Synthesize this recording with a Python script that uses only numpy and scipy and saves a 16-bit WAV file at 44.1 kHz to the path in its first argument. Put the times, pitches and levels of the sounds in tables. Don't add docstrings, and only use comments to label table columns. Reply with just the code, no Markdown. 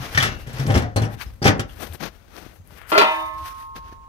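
import sys
import numpy as np
from scipy import signal
from scipy.fft import rfft, irfft
from scipy.io import wavfile
from scipy.ndimage import uniform_filter1d

SR = 44100
rng = np.random.default_rng(int(sys.argv[2]) if len(sys.argv) > 2 else 0)


def volts_from_decibels(level):
    exponent = np.asarray(level, float) / 20
    return 10 ** exponent


def int16_out(signal):
    q = np.round(np.clip(np.atleast_2d(signal).T, -1, 1) * 32767)
    wavfile.write(sys.argv[1], SR, q.astype(np.int16))


N = 180324
TIME = np.arange(N) / SR
LIFT_S = 2.997
BIN_LAG = 13


def unit(x):
    return x / np.sqrt(np.mean(x ** 2))


def read(table, hz):
    table_hz, values = np.array(table)[:, 0], np.array(table)[:, 1]
    return np.interp(np.log(hz), np.log(table_hz), values)


def colour(x, table):
    hz = np.maximum(np.fft.rfftfreq(N, 1 / SR), 1)
    inside = (hz > table[0][0]) * (hz < table[-1][0])
    gain = volts_from_decibels(read(table, hz)) * inside
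    return irfft(rfft(x) * gain / np.sqrt(np.mean(gain ** 2)), N)


def high(x, hz):
    return signal.sosfilt(signal.butter(N=2, Wn=hz, btype="high", fs=SR, output="sos"), x)


def walk(rate):
    k = int(SR / rate)
    steps = np.repeat(rng.standard_normal(N // k + 1), k)
    return unit(uniform_filter1d(steps, k)[:N])


def dips(rows):
    return volts_from_decibels(sum(db * np.exp(-((TIME - s) / width) ** 2) for s, width, db in rows))


def grit(spread_db, alike, count=0):
    size = unit(volts_from_decibels(spread_db * rng.exponential(size=N)))
    both, own = rng.standard_normal(N), rng.standard_normal((2, N))
    share = np.clip(alike, 0, 1)
    left, right = size * (np.sqrt(share) * both + np.sqrt(1 - share) * own)
    return np.array([left, np.roll(right, count)])


def bursts(s, db, t60, pan_db, rise_s):
    power = np.zeros((2, N))
    for at, level_db, decay, side_db in np.broadcast(s, db, t60, pan_db):
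        span = slice(int(at * SR), int((at + .6) * SR))
        t = np.maximum(TIME[span] - at, 0)
        shape = (1 - np.exp(-t / rise_s)) * volts_from_decibels(level_db - 60 * t / max(decay, .01))
        power[:, span] += shape ** 2 * volts_from_decibels([[side_db], [-side_db]])
    return np.sqrt(power)


def blows(s, db, contact_s):
    impulses = np.zeros(N)
    impulses[(np.array(s) * SR).astype(int)] = volts_from_decibels(db) * rng.choice([-1, 1], len(s))
    push = np.hanning(int(contact_s * SR) + 3)
    return np.convolve(impulses, push / push.sum())[:N]


def ring(force, modes, side_db, lead):
    out, busy = np.zeros((2, N)), np.flatnonzero(force)
    for hz, db, t60, side, turn in np.broadcast(*np.transpose(modes), side_db, lead):
        span = slice(busy[0], busy[-1] + int(t60 * SR))
        pole = np.exp((2j * np.pi * hz - np.log(1000) / t60) / SR)
        left = volts_from_decibels(side / 2) * np.exp(.5j * turn)
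        right = volts_from_decibels(-side / 2) * np.exp(-.5j * turn)
        mode = signal.lfilter([1], [1, -pole], force[span])
        out[:, span] += volts_from_decibels(db) * (np.array([[left], [right]]) * mode).imag
    return out


def pings(s, db, hz, t60, side_db, rise_s, count):
    sides = np.zeros((2, N))
    for at, level_db, note_hz, decay, pan_db in np.broadcast(s, db, hz, t60, side_db):
        span = slice(int(at * SR), int((at + decay) * SR))
        t = np.maximum(TIME[span] - at, 0)
        envelope = (1 - np.exp(-t / rise_s)) * volts_from_decibels(level_db - 60 * t / decay)
        note = envelope * np.sin(2 * np.pi * note_hz * t)
        sides[:, span] += note * volts_from_decibels(np.array([[pan_db], [-pan_db]]) / 2)
    return np.array([sides[0], np.roll(sides[1], count)])


def yard(x, t60, wet_db):
    t = TIME[:int(.4 * SR)]
    echoes = rng.standard_normal((2, len(t))) * volts_from_decibels(-60 * t / t60) * (t > .003)
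    echoes = signal.lfilter([.4], [1, -.6], echoes)
    echoes = echoes / np.sqrt(np.sum(echoes ** 2) / 2)
    return x + volts_from_decibels(wet_db) * signal.fftconvolve(x, echoes, axes=1)[:, :N]


def night():
    # (frequency [Hz], density [dB per Hz])
    air_colour = [(88, -25.5), (150, 1.5), (477, 2.5), (1300, -5.5), (5650, -18), (7440, -12),
                  (11500, -25.5), (16300, -20)]
    level_db = -61 + 0.5 * walk(8.2) + np.array([[2.5], [-2.5]])
    return colour(grit(0, 0.069), air_colour) * volts_from_decibels(level_db)


def handling():
    # (time [s], level [dB])
    grip_levels = [(0.0, -37), (0.25, -37), (0.56, -40.5), (0.86, -42), (1.19, -40.5), (1.84, -39.5),
                   (2.25, -47.5), (2.5, -48), (2.62, -44.5), (2.85, -46), (3.1, -51), (3.4, -46),
                   (3.64, -51), (3.9, -45), (4.09, -49)]
    # (frequency [Hz], density [dB per Hz])
    rumble_colour = [(11, -41.5), (18, 0), (48, 9), (95, 3), (146, -8.5), (190, -12.5), (248, -13),
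                     (300, -18.5), (390, -27.5), (660, -120)]
    db = np.interp(TIME, *np.transpose(grip_levels)) + 1.8 * walk(4.7)
    return volts_from_decibels(db) * colour(grit(0, 0.54), rumble_colour) * volts_from_decibels([[3.2], [-3.2]])


def ticks():
    # (time [s], peak level [dB], frequency [Hz], left minus right [dB])
    tick_events = [(0.1759, -6.5, 3300, 16), (0.666, -17, 5140, 8), (1.9257, -26.5, 3430, 13),
                   (2.464, -39.5, 273, 34), (2.675, -34, 11100, 23.5), (0.655, -16.5, 275, 1),
                   (2.366, -33, 5000, 26), (2.707, -40, 885, 17), (2.892, -44.5, 1504, 6),
                   (3.758, -36, 3000, 6), (3.925, -31, 330, -3)]
    s, db, hz, pan_db = np.transpose(tick_events)
    return pings(s, db, hz, 5 / hz + 0.00059, pan_db, 0.000082, count=0)


def reach():
    # (middle [s], half length [s], level [dB])
    s, half, db = (2.825, 0.079, -43)
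    # (frequency [Hz], density [dB per Hz])
    cuff_colour = [(300, -9), (1600, 2.5), (3300, -8.5), (6000, -52)]
    envelope = volts_from_decibels(db - 14.0 * np.minimum(((TIME - s) / half) ** 4, 20))
    return envelope * colour(grit(2.5, 0.28), cuff_colour) * volts_from_decibels([[0], [-24]])


def flick():
    # (peak time [s], half length [s], level [dB])
    s, half, db = (1.218, 0.011, -31.5)
    # (frequency [Hz], density [dB per Hz])
    edge_colour = [(900, -24), (1500, 7.5), (3500, 1), (6000, -9), (11000, -30), (16000, -18)]
    envelope = volts_from_decibels(db - 10 * np.minimum(((TIME - s) / half) ** 2, 20))
    return envelope * colour(grit(1.1, 0.25), edge_colour) * volts_from_decibels([[0], [-14]])


def sleeve():
    # (frequency [Hz], density [dB per Hz])
    crisp_colour = [(470, -12), (800, -3.5), (948, -2), (1450, 0.5), (2130, -3.5), (5900, -11.5),
                    (6500, -11), (9880, -61.5)]
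    dull_colour = [(71, -28), (120, 4), (801, -3.5), (1040, -20), (1200, -9.5), (1560, -41.5), (2640, -120)]
    hiss_colour = [(4410, -67), (7500, -4), (9770, -7.5), (11800, -5), (15500, -10)]
    # (peak time [s], rise over 20 dB [s], fall over 20 dB [s], rustle [dB], hiss re rustle [dB])
    rubs = [(1.14, 0.046, 0.022, -44.5, -8), (1.77, 0.1, 0.02, -53, -4.5), (1.831, 0.075, 0.13, -39.5, -6),
            (1.937, 0.016, 0.029, -43.5, 3), (1.955, 0.054, 0.013, -43, -11),
            (2.012, 0.014, 0.066, -33, -12), (2.04, 0.029, 0.055, -33, -16.5),
            (2.071, 0.069, 0.027, -37, -13), (2.13, 0.057, 0.17, -56, -9.5),
            (2.368, 0.044, 0.062, -43.5, -9), (2.46, 0.36, 0.19, -51.5, -10), (2.545, .04, 0.081, -68, 6),
            (2.68, 0.065, 0.084, -60, -1.5), (2.709, 0.018, 0.22, -52, -7.5)]
    brushes = [
        (1.215, 0.033, 0.046, -33.5, -9.5),
        (1.698, 0.029, 0.2, -50.5, -8),
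        (2.78, 0.066, 0.1, -54.5, -3.5),
        (2.902, 0.028, 0.14, -40, -0.5),
        (3.15, 0.19, 0.25, -45.5, -7),
        (3.38, 0.13, 0.3, -51.5, -9),
        (3.461, 0.04, 0.11, -39.5, -7.5),
        (3.505, 0.093, 0.029, -44.5, -8.5),
        (3.601, 0.083, 0.11, -51.5, -6),
    ]
    rustles = [(0.041, 0.18, 0.26, -35, -13), (0.131, 0.051, 0.25, -36.5, -9.5),
               (0.321, 0.12, 0.14, -41.5, -40), (.4, 0.07, 0.1, -47.5, -7), (.5, 0.054, 0.19, -52, -7),
               (.54, 0.024, 0.064, -49, -10), (0.601, 0.19, 0.24, -39, -14.5),
               (1.259, 0.036, 0.078, -48, -10), (1.329, 0.11, 0.33, -61, -6),
               (3.765, 0.018, 0.039, -39, -12), (3.87, 0.11, 0.12, -52.5, -14),
               (3.93, 0.023, 0.029, -52.5, -12.5), (4.04, 0.054, 0.045, -63, -36)]
    # (dull part re rustle [dB], left minus right [dB])
    stroke_kinds = [(1, 27), (-14, 15), (-3.5, 5.5)]
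    slips = volts_from_decibels(2.0 * walk(90))
    crisp = colour(grit(0.99, 0.074), crisp_colour)
    dull = colour(grit(0.91, 0.89), dull_colour)
    hiss = colour(grit(2.2, 0.13), hiss_colour)
    power = np.zeros((3, 2, N))
    for strokes, (dull_db, pan_db) in zip((rubs, brushes, rustles), stroke_kinds):
        sides = volts_from_decibels(np.array([[pan_db], [-pan_db]]) / 2)
        for s, rise, fall, db, hiss_db in strokes:
            before, after = (s - TIME) / max(rise, .004), (TIME - s) / max(fall, .004)
            away = np.where(TIME < s, before, after)
            envelope = volts_from_decibels(db - 20 * np.minimum(away, 3) ** 1.12) * (away < 3)
            gain = envelope * 2 * sides / sides.sum()
            parts = volts_from_decibels(np.array([0, dull_db, hiss_db]))[:, None, None]
            power += (gain * parts) ** 2
    return (np.sqrt(power) * np.array([crisp, dull, hiss])).sum(axis=0) * slips


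def pan_song():
    turn_hz = (1072.5, 910.5, 911.2, 1275.5)
    # (left at lift [dB], right at lift [dB], left fade [dB per s], right fade [dB per s])
    song_levels = [(-22, -19.5, 19, 21.5), (-16.5, -15, 88, 61), (-35.5, -26, 20, 21.6), (-31, -29, 38, 34)]
    # (time [s], half width [s], gain [dB])
    high_dips = [
        [(3.325, 0.025, -17), (3.52, .07, -11.5), (3.975, 0.056, -13)],
        [(3.08, 0.081, -11)],
    ]
    low_dips = [
        [(3.38, 0.078, -9)],
        [(3.53, 0.036, -7)],
    ]
    top_dips = [
        [(3.54, 0.046, 6)],
        [(3.49, 0.023, -20)],
    ]
    # (time [s], lead of left port [rad])
    tilt = [(3.05, -.4), (3.16, 1), (3.25, 2), (3.37, .8), (3.51, -1.8), (3.9, -2.1), (4.09, -1.4)]
    t, out = np.maximum(TIME - LIFT_S, 0), 0
    leads = (np.interp(TIME, *np.transpose(tilt)), -1.7, -1.6, -1.2)
    hollows = (high_dips, [[], []], low_dips, top_dips)
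    for hz, levels, lead, (left_dips, right_dips) in zip(turn_hz, song_levels, leads, hollows):
        left_db, right_db, left_fade, right_fade = levels
        phase = 2 * np.pi * hz * TIME
        left = volts_from_decibels(left_db - left_fade * t) * dips(left_dips) * np.sin(phase + lead)
        right = volts_from_decibels(right_db - right_fade * t) * dips(right_dips) * np.sin(phase)
        out = out + np.array([left, right])
    return out * (1 - np.exp(-t / .03))


def pan_ring():
    # (frequency [Hz], level [dB], t60 [s], left minus right [dB])
    pan_modes = [(321, -13, 1.3, -1), (422, -13, .37, -6), (587, -3, .32, -1), (630, -2, .9, 0),
                 (647, -5, .6, 4), (769, -1, .56, -8), (950, 8, .5, -5), (992, -5, .41, -2),
                 (1182, -10, .37, 3), (1245, -8, .4, 9), (1270, -3, .5, 6), (1096, -8, .35, 2),
                 (1372, -4, .4, 10), (1610, -5, .58, 0),
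                 (1754, -6, .9, 1), (1787, -8, .65, 0), (2039, -2, .7, -1), (1995, -8, .6, 0),
                  (2293, -7, .68, -5), (2459, -1, .5, 5), (2551, -4, .42, -8), (2744, -3, .39, 10),
                  (2960, -2, .49, 0), (3102, 0, .33, 3), (3413, -12, .32, 7), (3619, -8, .75, -6),
                  (3624, -21, .7, -4), (2985, -3, .5, 3)]
    # (frequency [Hz], level [dB], t60 [s])
    rim_modes = [(3295, -8, 0.19), (3500, -4, 0.16), (3570, -4, 0.22), (3680, -1, 0.17),
                 (3881, -12.5, 0.55), (3900, -6, 0.17), (4530, -24, 0.55), (4750, -14.5, 0.31)]
    sway_db, sway_per_s, left_lag_s = 4, 8, 0.00017
    rim = [(hz, db - 7.0, min(t60, .5), 3) for hz, db, t60 in rim_modes]
    free = np.array(pan_modes + rim)
    force = bursts([LIFT_S - .012], 0, 0.21, 0, 0.0053)[0]
    chance = rng.random(len(free))
    out = 0
    for (hz, db, t60, side_db), turn in zip(free, chance):
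        swell = force * np.cos(2 * np.pi * (hz * TIME + turn))
        tone = ring(2 * swell / force.sum(), [(hz, db, t60)], side_db, -2 * np.pi * hz * left_lag_s)
        sway = np.sin(2 * np.pi * (sway_per_s * (.4 + turn) * TIME + turn * hz))
        out = out + tone * volts_from_decibels(sway_db * sway)
    grip = volts_from_decibels(-90 * np.maximum(TIME - 3.4, 0))
    return volts_from_decibels(-23.0) * grip * out


def pan_clank():
    # (time [s], blow [dB], scrape [dB], bright part [dB], scrape t60 [s])
    clank_events = [(2.89, -66, -43, -62, 0.055), (2.9182, -10, -9.5, -23, 0.077),
                    (2.926, -12.5, -14.5, -36, 0.18), (2.942, -20, -18.5, -48.5, 0.27),
                    (2.956, -8.5, -17, -44, 0.33), (2.9781, 1, -13.5, -7, 0.06), (2.986, 0, -27, -23.5, .1),
                    (2.996, -6.5, -25, -21, 0.15), (3.014, -2.5, -5.5, -15.5, 0.088),
                    (3.044, -4.5, -28, -30.5, 0.13), (3.069, -13, -26.5, -31.5, 0.33)]
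    # (frequency [Hz], width [Hz], level [dB])
    grounded_modes = [(415, 22, -9), (632, 40, 7), (1100, 24, -3), (1373, 16, 6), (1717, 20, -13),
                      (1893, 22, -9), (2039, 16, -3), (2390, 26, -8), (2545, 18, -1), (2790, 60, -9),
                      (3140, 28, -10), (3485, 30, -10), (4000, 26, -12), (4488, 24, -6)]
    # (frequency [Hz], density [dB per Hz])
    scrape_colour = [(88, -45.5), (150, -19), (516, 0.5), (609, -16), (859, 3.5), (1350, -1), (1510, -6.5),
                     (4000, -34), (5200, -59.5), (8800, -120)]
    ash_colour = [(1470, -13.5), (2500, 2.5), (4130, -1.5), (4260, -5.5), (4610, -5.5), (5390, -8.5),
                  (12200, -20.5), (15300, -21), (16300, -47)]
    # (frequency [Hz], left minus right [dB])
    pan_balance = [(250, -31), (500, -18.5), (800, 13), (1350, 9.5), (2300, 7), (4500, -5.5)]
    lag = -14
    s, blow_db, scrape_db, bright_db, t60 = np.transpose(clank_events)
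    scrape = grit(2.74, 0.071, count=lag) * bursts(s, scrape_db, t60, 0, 0.0019)
    force = blows(s, blow_db, .00012) + volts_from_decibels(-22.5) * scrape[0]
    held = [(hz, db, 1.75 * np.log(1000) / np.pi / width) for hz, width, db in grounded_modes]
    hz = np.transpose(grounded_modes)[0]
    damped = ring(force, held, read(pan_balance, hz), 2 * np.pi * hz * lag / SR)
    damped *= volts_from_decibels(-190 * np.maximum(TIME - LIFT_S - .015, 0))
    ash_grit = grit(1.2, 0.11, count=lag) * bursts(s, bright_db, 1.4 * t60, 0.71, 0.00061)
    ash = colour(ash_grit, ash_colour)
    return high(volts_from_decibels(-16.0) * damped, 220) + volts_from_decibels(-3.0) * colour(scrape, scrape_colour) + volts_from_decibels(-5.0) * ash


def buzzes():
    # (time [s], peak level [dB],
    # frequency [Hz], t60 [s])
    buzz_events = [(0.15, -30, 3180, .05), (0.203, -16, 3226, 0.062), (0.226, -40, 5900, .05),
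                   (0.598, -30, 5500, 0.055), (0.704, -28, 1910, .06), (0.742, -22, 2940, .05),
                   (0.743, -24.5, 5450, 0.1), (0.776, -26, 3940, .05), (0.964, -23.5, 4270, 0.13),
                   (0.964, -28.5, 6100, .07), (0.964, -24.5, 8640, 0.054), (1.02, -36, 5880, 0.083),
                   (1.032, -28.5, 2700, 0.076), (1.05, -40, 5600, 0.093), (1.21, -29.5, 2290, 0.065),
                   (1.261, -47.5, 5170, .12), (1.426, -26, 4640, 0.068), (1.5, -23, 1805, .12),
                   (1.444, -23.5, 5600, .07), (1.467, -29, 14500, .03), (1.474, -25.5, 9300, .03),
                   (1.69, -42, 3100, .15), (2.55, -67, 6450, 0.67), (2.979, -20, 4650, 0.041),
                   (2.991, -21, 2640, 0.087), (3.021, -20, 2510, .07), (3.046, -20, 2620, .07)]
    # (time [s], peak level [dB], frequency [Hz], t60 [s])
    loop_notes = [
        (0.176, -7, 1825, 0.072),
        (0.227, -36, 2680, 0.57),
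        (0.24, -41, 2860, 0.6),
    ]
    s, db, hz, t60 = np.transpose(buzz_events)
    chatter = np.array([walk(700), walk(700)])
    rough = chatter * pings(s, db, hz, t60, 7.1, 0.0016, count=BIN_LAG)
    return rough + pings(*np.transpose(loop_notes), 12, 0.0025, count=BIN_LAG)


def sizzle():
    # (time [s], peak level [dB], t60 [s])
    touches = [(0.1486, -31.5, .09), (0.175, -23, 0.15), (0.1984, -27.5, 0.14), (0.2245, -18, 0.15),
               (0.2494, -29, .11), (0.4693, -41, 0.18), (0.5297, -37, 0.13), (0.5821, -36, .09),
               (0.5954, -34, 0.16), (0.6669, -28.5, 0.13), (0.7028, -32, .09), (0.7184, -32.5, 0.11),
               (0.742, -30, .09), (0.7544, -27, 0.13), (0.7736, -26, 0.12), (0.8184, -39, 0.12),
               (0.9595, -25, 0.15), (1.0174, -33.5, 0.13), (1.0344, -37, 0.15), (1.421, -35, .09),
               (1.4267, -32, 0.12), (1.4424, -26, 0.11), (1.4551, -20, .09), (1.4676, -18.5, .08),
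               (1.4744, -17.5, 0.086), (1.4894, -28, 0.08), (1.5024, -35.5, 0.065), (1.5788, -42, .025),
               (1.5874, -47, .02), (1.5943, -24, 0.078), (1.6094, -44.5, .09)]
    # (frequency [Hz], density [dB per Hz])
    sizzle_colour = [(6000, -17.5), (7300, 3), (9500, -4.5), (12000, -9.5), (15900, -18.5)]
    s, db, t60 = np.transpose(touches)
    fine_grit = grit(2.5, 0.11, count=BIN_LAG) * bursts(s, db - 7.5, t60, 7.1, 0.0011)
    return colour(fine_grit, sizzle_colour)


def clinks():
    # (time [s], peak level [dB], frequency [Hz], t60 [s])
    clink_events = [
        (0.23, -41, 5130, 0.25),
        (0.25, -27, 2200, 0.26),
        (0.25, -35.5, 1470, .55),
        (0.176, -17, 1490, 0.054),
        (1.419, -35, 4700, .15),
        (1.426, -37, 3500, 0.068),
        (1.426, -30, 5700, 0.09),
        (1.443, -23, 4800, 0.092),
    ]
    s, db, hz, t60 = np.transpose(clink_events)
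    return (.6 + .8 * walk(250)) * pings(s, db, hz, t60, 6, .002, count=BIN_LAG)


def booms():
    # (time [s], peak level [dB], frequency [Hz], t60 [s])
    boom_events = [(0.0, -24, 127.4, 0.18), (0.72, -27, 591, 0.24), (0.845, -29, 717, 0.28),
                   (0.963, -19.5, 538, 0.17), (1.13, -25, 125, 0.1), (2.921, -30, 984, 0.23),
                   (3.85, -33.5, 54, 0.14), (0.149, -17, 97, 0.26), (0.178, -16.5, 131.8, 0.28),
                   (0.224, -23, 112, 0.44), (0.473, -24, 125, 0.13), (0.536, -25, 124.5, 0.26),
                   (0.594, -15.5, 134.4, 0.49), (0.672, -10, 137, 0.25), (0.69, -11, 106.8, 0.62),
                   (0.749, -9.5, 87.8, 0.26), (0.763, -9, 80.5, 0.25), (0.818, -17, 119, 0.18),
                   (0.96, -11, 103.5, 0.29), (1.016, -10.5, 108, 0.29), (1.265, -20.5, 63.6, 0.072),
                   (1.418, -21.5, 117, 0.33), (1.457, -1.5, 130, 0.07), (1.488, -7.5, 103, 0.14),
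                   (1.592, -15, 109, 0.12), (1.899, -25.5, 81.6, 0.21), (2.007, -37.5, 147, 0.089),
                   (2.599, -33, 91, 0.12), (2.72, -34, 103, 0.056), (2.92, -21.5, 322, 0.24),
                   (3.032, -30, 214, 0.21), (3.426, -33, 67.6, 0.13)]
    s, db, hz, t60 = np.transpose(boom_events)
    return pings(s, db, hz, t60, 3.3, 0.0014, count=BIN_LAG)


def bin_lid():
    # (time [s], clatter peak [dB], bright clatter [dB], rim note [Hz], rattle t60 [s])
    knocks = [(0.148, -31, -22.5, 1670, 0.083), (0.175, -16, -11, 1900, 0.076),
              (0.199, -21.5, -22, 1560, 0.19), (0.225, -18.5, -17.5, 3240, 0.18),
              (0.25, -17.5, -26.5, 1800, 0.2), (0.465, -30.5, -47.5, 1630, 1),
              (0.583, -31, -38, 1850, 0.13), (0.596, -19.5, -35.5, 1980, 0.15),
              (0.667, -21, -30.5, 5340, 0.03), (0.679, -15, -40, 1430, 0.21),
              (0.698, -6, -32.5, 2480, 0.049), (0.703, -38, -29, 1830, 0.13), (0.719, -37, -41, 1900, 0.52),
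              (0.74, -19.5, -27.5, 3420, 0.11), (0.7495, -3.5, -28, 5540, 0.14),
              (0.7555, -18, -25, 1830, 0.076), (0.774, -30, -25, 1630, 0.11),
              (0.819, -16, -36.5, 2120, 0.14), (0.961, -8, -28, 4300, 0.14),
              (1.018, -13.5, -35, 1687, 0.19), (1.4177, -12.5, -44, 1680, 0.21),
              (1.427, -17.5, -30, 4900, 0.079), (1.442, -21.5, -23.5, 5800, 0.17),
              (1.4536, 2, -17, 1270, 0.16), (1.467, -24, -11.5, 1820, 0.035),
              (1.478, -24, -10.5, 2310, 0.062), (1.49, -27.5, -29, 3320, 0.064),
              (1.514, -33, -46, 1720, 0.067), (1.579, -41, -55, 7200, 0.042),
              (1.592, -11.5, -41, 1320, 0.033), (1.595, -19, -23, 2930, 0.07)]
    # (frequency [Hz], level [dB], t60 [s])
    drum_modes = [(169.5, -6, 0.16), (251.7, 0, 0.18), (347, -7, 0.13), (411, 1, 0.049), (532.4, -6, 0.23),
                  (592, -16.5, 0.4), (787, -8, 0.34), (840, -39, 0.2)]
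    # (lowest frequency [Hz], highest frequency [Hz], t60 [s])
    low_hz, top_hz, ring_s = (1100, 6200, 0.085)
    # (frequency [Hz], density [dB per Hz])
    dull_clatter = [(88, -37.5), (150, -0.5), (382, -11.5), (749, -13.5), (821, -13), (988, -19.5),
                    (1790, -20), (3500, -44.5), (4550, -70)]
    bright_clatter = [(530, -20), (900, -16), (1150, -15), (1840, -11), (2320, -16), (3210, -16.5),
                      (4140, -21.5), (5820, -18.5), (7000, -26), (8500, -39.5)]
    s, clatter_db, bright_db, rim_hz, t60 = np.transpose(knocks)
    pan_db = 8 - 0.31 * bright_db
    hz = np.transpose(drum_modes)[0]
    wall = ring(blows(s, clatter_db, 0.00071), drum_modes, 0.56, 2 * np.pi * hz * BIN_LAG / SR)
    low_bursts = bursts(s, clatter_db - 11.5, 2.13 * t60, pan_db / 4, 0.0028)
    low = colour(grit(0.8, 0.82, count=BIN_LAG) * low_bursts, dull_clatter)
    rattle = grit(2.6, .4, count=BIN_LAG) * bursts(s, bright_db, t60, pan_db / 2, .0016)
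    taps = blows(s, bright_db, .0001)
    chance = rng.standard_normal((4, 36))
    sheet_hz = np.geomspace(low_hz, top_hz, num=36) * (1 + .015 * chance[0])
    sheet_db = 0.8 * chance[1] + read(bright_clatter, sheet_hz)
    sheet = np.transpose([sheet_hz, sheet_db, ring_s * volts_from_decibels(0.71 * chance[2])])
    lid = ring(rattle[0] + 12 * taps, sheet, 4 * chance[3], 2 * np.pi * sheet_hz * BIN_LAG / SR)
    crack = colour(rattle + 6 * np.array([taps, np.roll(taps, BIN_LAG)]), bright_clatter)
    rim = walk(400) * pings(s, bright_db - 6, rim_hz, .05, pan_db / 2, .0004, count=BIN_LAG)
    sheet_sound = volts_from_decibels(-.7) * crack + volts_from_decibels(-30) * high(lid, 700)
    return volts_from_decibels(-12.5) * high(wall, 110) + low + sheet_sound + rim


def scene():
    echoing = yard(bin_lid() + clinks() + pan_clank(), 0.19, -10.5)
    metal = echoing + booms() + pan_ring() + pan_song() + sizzle() + buzzes()
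    at_phone = ticks() + sleeve() + handling() + reach() + flick()
    return metal + at_phone + night()


def band_limit(x):
    return signal.sosfilt(signal.butter(12, 16450, fs=SR, output="sos"), x)


def record(dry):
    # (frequency [Hz], gain [dB])
    port_response = [(18, -17.5), (40, -1), (6200, 0), (6800, -2.5), (7600, -5.5), (9000, -1), (13000, 2.5)]
    shaded = dry - np.array([[0], [.4]]) * high(dry, 10000)
    hz = np.maximum(np.fft.rfftfreq(N, 1 / SR), 1)
    heard = irfft(rfft(shaded) * volts_from_decibels(read(port_response, hz)), N)
    top_cut = signal.ellip(N=10, rp=.2, rs=60, Wn=15750, fs=SR, output="sos")
    finished = np.clip(signal.sosfilt(top_cut, heard), -1, 1)
    return band_limit(finished)


dry = scene()
out = record(dry)
int16_out(out)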